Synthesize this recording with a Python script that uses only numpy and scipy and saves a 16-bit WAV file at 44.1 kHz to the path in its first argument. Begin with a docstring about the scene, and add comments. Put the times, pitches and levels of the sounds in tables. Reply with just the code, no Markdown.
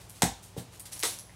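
"""Footbag in a living room

A bead-filled bag is kept in the air: a hard kick, a soft bounce off the body, a bright kick.
Each contact slaps and knocks, the filling rattles, and the room returns a low thump. Track suit cloth
swishes, ticks and zips in between, over soft footfalls. Early echoes, a brief room ring, a low hum."""
import sys
import numpy as np
from scipy import signal
from scipy.fft import rfft, irfft
from scipy.io import wavfile
from scipy.ndimage import uniform_filter1d

SR = 44100
rng = np.random.default_rng(int(sys.argv[2]) if len(sys.argv) > 2 else 0)


def generate_wav(sig):
    """Save sig (samples, or channels by samples) to the path in sys.argv[1] as 16-bit PCM at SR."""
    pcm = np.round(np.clip(np.atleast_2d(sig).T, -1, 1) * 32767).astype(np.int16)
    wavfile.write(sys.argv[1], SR, pcm)


N = 59535
TIME = np.arange(N) / SR

# room hiss (frequency [Hz], density [dB])
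HISS_SPECTRUM = [(15, -36), (25, 2.5), (129, -1.5), (267, -8), (919, -9), (1340, -14.5), (1660, -16.5),
                 (3260, -16.5), (3530, -18), (3830, -18.5), (5730, -18.5), (9300, -22), (15500, -33)]
# appliance hum (frequency [Hz], rms level [dB])
HUM_TONES = [(60, -61.5), (99, -60.5), (120, -62), (175, -65)]
# cloth on swinging limbs (peak time [s], level [dB], rise [s], t60 [s], low cut [Hz])
CLOTH_SWISHES = [(0.014, -54, 0.038, .35, 500), (0.1, -52.5, 0.013, 0.15, 6000),
                 (0.17, -54.5, 0.072, 1, 2450), (0.435, -49.5, 0.017, 0.26, 5400),
                 (0.754, -51.5, 0.048, 0.2, 676), (0.8, -46, .006, 0.095, 7300),
                 (0.859, -44.5, 0.008, 0.19, 2540), (0.93, -40, 0.018, 0.15, 3060),
                 (0.967, -44.5, .025, 0.19, 1470), (1.001, -44.5, 0.0065, 0.6, 4060),
                 (1.08, -39, 0.035, 0.29, 4000), (1.125, -43.5, 0.06, .3, 2480),
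                 (1.203, -58, 0.034, .15, 3500)]
# cloth friction (frequency [Hz], density [dB])
CLOTH_SPECTRUM = [(300, 12), (1000, 1.5), (2200, -0.5), (4000, 0.5), (6500, -0.5), (9000, 2.5),
                  (10800, -0.5), (12000, -4), (13500, -6), (15500, -13.5)]
# steps on carpet (time [s], level [dB], pitch [Hz])
FOOTFALLS = [(0.039, -46, 88), (0.31, -38, 105), (0.609, -44, 121), (0.68, -49, 99), (0.788, -61, 158)]
# shoe and clothing ticks (time [s], level [dB], low edge [Hz], high edge [Hz])
TICK_EVENTS = [(0.097, -29, 7100, 13100), (0.7964, -27, 8000, 13480), (0.8033, -34.5, 8700, 9900),
               (0.994, -20, 6130, 13700), (1.0276, -17, 2060, 5870), (1.1881, -25, 4060, 11370),
               (1.295, -47.5, 1730, 2170)]
# bag contacts (time [s], slap [dB], low cut [Hz], bead spread [s], knock [dB], knock pitch [Hz],
# shoe ring [dB], filling [dB], filling rise [s], thump [dB], thump pitch [Hz])
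BAG_CONTACTS = [(0.2204, -15, 118, 0.0016, -17.5, 736, -42, -34.5, 0.0039, -12, 172),
                (0.565, -56, 206, 0.0043, -30.5, 430, -86, -45, 0.018, -24, 138),
                (1.0326, -22, 317, .0024, -33, 370, -44.5, -31.5, 0.018, -52.5, 75)]
# cover slap (frequency [Hz], density [dB])
SLAP_SPECTRUM = [(150, -1), (400, 3.5), (800, 0.5), (1550, 0), (2600, -5.5), (4700, -5.5), (7000, -2),
                 (9500, -4), (11000, -6), (15500, -15.5)]
# knock partials (pitch ratio [1], gain [dB])
KNOCK_MODES = [(.64, -2), (1, 4), (1.6, -6)]
# bead rattle (frequency [Hz], density [dB])
FILLING_SPECTRUM = [(300, 3), (1000, -4), (2000, -7.5), (3600, -6), (6000, -6.5), (8400, -4.5),
                    (11000, -3.5), (15500, -14.5)]
# bag and foot resonances (centre [Hz], width [Hz], boost [dB])
HOLLOW_BANDS = [(800, 180, 0), (1060, 134, 0), (2114, 590, 2), (3700, 900, 5), (5570, 370, 2),
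                (6400, 630, 3), (8340, 560, 5.5)]
# shoe modes (frequency [Hz], gain [dB], t60 [s])
SHOE_RESONANCES = [(515.6, -6, 0.195), (944, 6, .2), (1123, -3.5, 0.3), (1930, 8, 0.13), (2085, 6, 0.053),
                   (3320, 1, 0.12), (3732, -1, 0.35), (5470, 2, 0.073), (7820, 8, 0.17), (8370, 7, 0.15)]
# low room modes (frequency [Hz], gain [dB], t60 [s])
ROOM_RESONANCES = [(59.8, -21.5, 0.28), (100, -24, 0.27), (132.2, -22.5, 0.12), (178.8, -25.5, 0.2),
                   (246.1, -20.5, 0.2), (290.6, -20.5, 0.19), (354, -20.5, 0.093), (450.3, -30.5, 0.2),
                   (648, -29, 0.21), (795, -23, 0.12)]
# zipping of clothes on the leg swing (peak time [s], level [dB], rise [s], t60 [s])
ZIP_STROKES = [(0.932, -37.5, 0.014, 0.19), (0.996, -40.5, 0.023, 0.92), (1.08, -33, .015, 0.15),
               (1.135, -48, 0.013, 0.088), (1.194, -41.5, .012, 0.12)]
# zipping bands (centre [Hz], width [Hz], gain [dB])
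ZIP_RESONANCES = [(5810, 510, -12.5), (10700, 750, -6)]
# early echoes (delay [s], gain [dB])
REFLECTIONS = [(.0066, -2.5), (0.0184, -11)]
# reverb decay (frequency [Hz], t60 [s])
TAIL_DECAY = [(100, 0.27), (300, 0.14), (800, 0.27), (2000, 0.26), (4500, 0.29), (9000, 0.2), (15000, 0.19)]
# reverb colour (frequency [Hz], gain [dB])
TAIL_SPECTRUM = [(100, -5), (300, -2.5), (800, -3.5), (2000, -2.5), (5000, -2), (9000, -2.5), (15000, -3)]

MODE_RISE_S = 0.0077


def from_db(db):
    """Decibels to gain."""
    return 10 ** (np.asarray(db) / 20)


def rms_one(x):
    """Scale to rms 1."""
    return x / np.sqrt(np.mean(x ** 2) + 1e-20)


def at_hz(points, hz):
    """Read a table on a log-frequency axis."""
    f, value = np.transpose(points)
    return np.interp(np.log(np.maximum(hz, 1)), np.log(f), value)


def coloured(x, spectrum):
    """Apply a spectrum; rms 1."""
    gain = from_db(at_hz(spectrum, np.fft.rfftfreq(N, 1 / SR)))
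    return rms_one(irfft(rfft(x) * gain, N))


def filtered(x, hz, kind, order=2):
    """Butterworth filter."""
    return signal.sosfilt(signal.butter(order, hz, kind, fs=SR, output="sos"), x + 1e-18)


def delayed(x, delay_s):
    """Shift later in time."""
    return np.concatenate([np.zeros(int(delay_s * SR)), x])[:N]


def envelope(start_s, rise_s, t60_s):
    """Rounded attack, exponential release."""
    t = TIME - start_s
    attack = np.sin(np.pi / 2 * np.clip(t / rise_s, 0, 1)) ** 2
    return attack * from_db(-60 * np.maximum(t - rise_s, 0) / t60_s)


def ring(start_s, hz, rise_s, t60_s):
    """Decaying sine."""
    return envelope(start_s, rise_s, t60_s) * np.sin(2 * np.pi * hz * (TIME - start_s))


def grains(clicks_per_s=2500, click_share=0.62):
    """Dense tiny clicks on smooth friction noise."""
    clicks = rng.standard_normal(N) * (rng.random(N) < clicks_per_s / SR)
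    return np.sqrt(click_share) * rms_one(clicks) + np.sqrt(1 - click_share) * rng.standard_normal(N)


def scattered_click(spread_s, coherence_hz=198.5):
    """Flat unit-energy click, smeared in time; nearby frequencies arrive together."""
    hz = np.fft.rfftfreq(N, 1 / SR)
    lags_s = spread_s * np.minimum(rng.exponential(1, 2000), 4)
    group_delay_s = np.interp(hz / coherence_hz, np.arange(len(lags_s)), lags_s)
    return irfft(np.exp(-2j * np.pi * np.cumsum(group_delay_s) * SR / N), N)


def room_tone(hiss_db=-55.5):
    """Household appliances hum under a faint hiss."""
    hum = sum(from_db(db) * np.sqrt(2) * np.sin(2 * np.pi * (hz * TIME + rng.random()))
              for hz, db in HUM_TONES)
    return hum + from_db(hiss_db) * coloured(rng.standard_normal(N), HISS_SPECTRUM)


def cloth():
    """Fabric rubs on fabric in short grainy swishes."""
    out = np.zeros(N)
    for peak_s, db, rise_s, t60_s, cut_hz in CLOTH_SWISHES:
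        rub = rms_one(filtered(coloured(grains(), CLOTH_SPECTRUM), cut_hz, "high", order=1))
        out += from_db(db) * rub * envelope(peak_s - rise_s, rise_s, t60_s)
    return out


def steps():
    """The floor booms faintly as the weight shifts."""
    return sum(from_db(db) * ring(time_s, hz, rise_s=0.0043, t60_s=0.092) for time_s, db, hz in FOOTFALLS)


def ticks():
    """Shoe and clothing give small snaps, each in its own band."""
    out = np.zeros(N)
    for time_s, db, low_hz, high_hz in TICK_EVENTS:
        click = delayed(scattered_click(spread_s=0.000395), time_s)
        band_share = 2 * (high_hz - low_hz) / SR
        out += from_db(db) * filtered(click, [low_hz, high_hz], "band") / band_share
    return out


def slap(start_s, spread_s):
    """Beads hit the cover within milliseconds of each other."""
    burst = coloured(scattered_click(spread_s), SLAP_SPECTRUM)
    return delayed(burst, start_s) * np.sqrt(spread_s * SR / N)


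def knock(start_s, hz):
    """The struck spot gives a dull, damped note."""
    partials = sum(from_db(db) * ring(start_s, ratio * hz, rise_s=0.0016, t60_s=0.015)
                   for ratio, db in KNOCK_MODES)
    return filtered(partials, 1120, "low", order=4)


def filling(start_s, rise_s):
    """Beads rattle as they settle."""
    return coloured(grains(), FILLING_SPECTRUM) * envelope(start_s, rise_s, t60_s=0.12)


def bag():
    """The bag lands on foot or body: rattle, slap and knock."""
    out = np.zeros(N)
    for time_s, slap_db, cut_hz, spread_s, knock_db, knock_hz, _, fill_db, rise_s, _, _ in BAG_CONTACTS:
        hit = from_db(fill_db) * filling(time_s, rise_s)
        hit += from_db(slap_db) * slap(time_s, spread_s)
        hit += from_db(knock_db) * knock(time_s, knock_hz)
        out += filtered(hit, cut_hz, "high", order=3)
    return out


def hollow(x):
    """Broad resonances of bag and foot colour the contacts."""
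    for hz, width_hz, db in HOLLOW_BANDS:
        band = filtered(x, [hz - width_hz / 2, hz + width_hz / 2], "band", order=1)
        x = x + (from_db(db) - 1) * band
    return x


def shoe():
    """The struck shoe rings faintly."""
    return sum(from_db(shoe_db + db) * ring(time_s, hz, MODE_RISE_S, t60_s)
               for time_s, _, _, _, _, _, shoe_db, *_ in BAG_CONTACTS
               for hz, db, t60_s in SHOE_RESONANCES)


def thumps(lag_s=0.0122):
    """A low thump comes back from the room just after each contact, and the room modes boom."""
    out = np.zeros(N)
    for time_s, *_, thump_db, thump_hz in BAG_CONTACTS:
        start_s = time_s + lag_s
        thump = filtered(ring(start_s, thump_hz, rise_s=0.0015, t60_s=0.027), 69, "high")
        boom = sum(from_db(db) * ring(start_s, hz, MODE_RISE_S, t60_s)
                   for hz, db, t60_s in ROOM_RESONANCES)
        out += from_db(thump_db) * (thump + boom)
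    return out


def zips():
    """Ribbed fabric and zip fittings sing in narrow bands."""
    song = sum(from_db(db) * rms_one(filtered(grains(), [hz - width_hz / 2, hz + width_hz / 2], "band"))
               for hz, width_hz, db in ZIP_RESONANCES)
    strokes = sum(from_db(db) * envelope(peak_s - rise_s, rise_s, t60_s)
                  for peak_s, db, rise_s, t60_s in ZIP_STROKES)
    return song * strokes


def early_echoes(x, low_cut_hz=1430):
    """Ceiling and walls return the treble, slightly scattered."""
    response = sum(from_db(db) * delayed(scattered_click(spread_s=0.0013), delay_s)
                   for delay_s, db in REFLECTIONS)
    return signal.fftconvolve(filtered(x, low_cut_hz, "high", order=1), response[:SR // 20])[:N]


def evened(response, evenness=0.74):
    """Smooth the reverb's spectrum so the tail sounds even, without ringing tones."""
    spectrum = rfft(response)
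    narrow, broad = (uniform_filter1d(np.abs(spectrum) ** 2, size=bins) + 1e-9 for bins in (12, 300))
    return irfft(spectrum * (broad / narrow) ** (evenness / 2), N)[:SR // 2]


def room_tail(x, gain_db=0.5):
    """Diffuse reverberation dies band by band."""
    edges_hz = np.geomspace(50, 17000, 15)
    response = np.zeros(N)
    for low_hz, high_hz in zip(edges_hz, edges_hz[1:]):
        hz = np.sqrt(low_hz * high_hz)
        decay = envelope(start_s=0.0042, rise_s=0.011, t60_s=at_hz(TAIL_DECAY, hz))
        band = rms_one(filtered(rng.standard_normal(N), [low_hz, high_hz], "band") * decay)
        band_share = 2 * (high_hz - low_hz) / SR
        response += from_db(at_hz(TAIL_SPECTRUM, hz)) * band * np.sqrt(band_share / N)
    return from_db(gain_db) * signal.fftconvolve(x, evened(response))[:N]


def scene():
    """Player and bag in the room; mono."""
    sharp = hollow(bag()) + ticks()
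    thump, swish = thumps(), cloth()
    tail = room_tail(sharp + from_db(-6.5) * thump + from_db(-8.5) * swish)
    direct = sharp + thump + swish + shoe() + zips() + steps()
    return (direct + early_echoes(sharp) + tail + room_tone())[None]


def record(dry, low_cut_hz=52.7, high_cut_hz=15700):
    """The microphone loses the deepest bass; the top is cut steeply."""
    top_cut = signal.ellip(10, .1, 80, high_cut_hz, fs=SR, output="sos")
    return signal.sosfilt(top_cut, filtered(dry, low_cut_hz, "high", order=3))


dry = scene()
out = record(dry)
generate_wav(out)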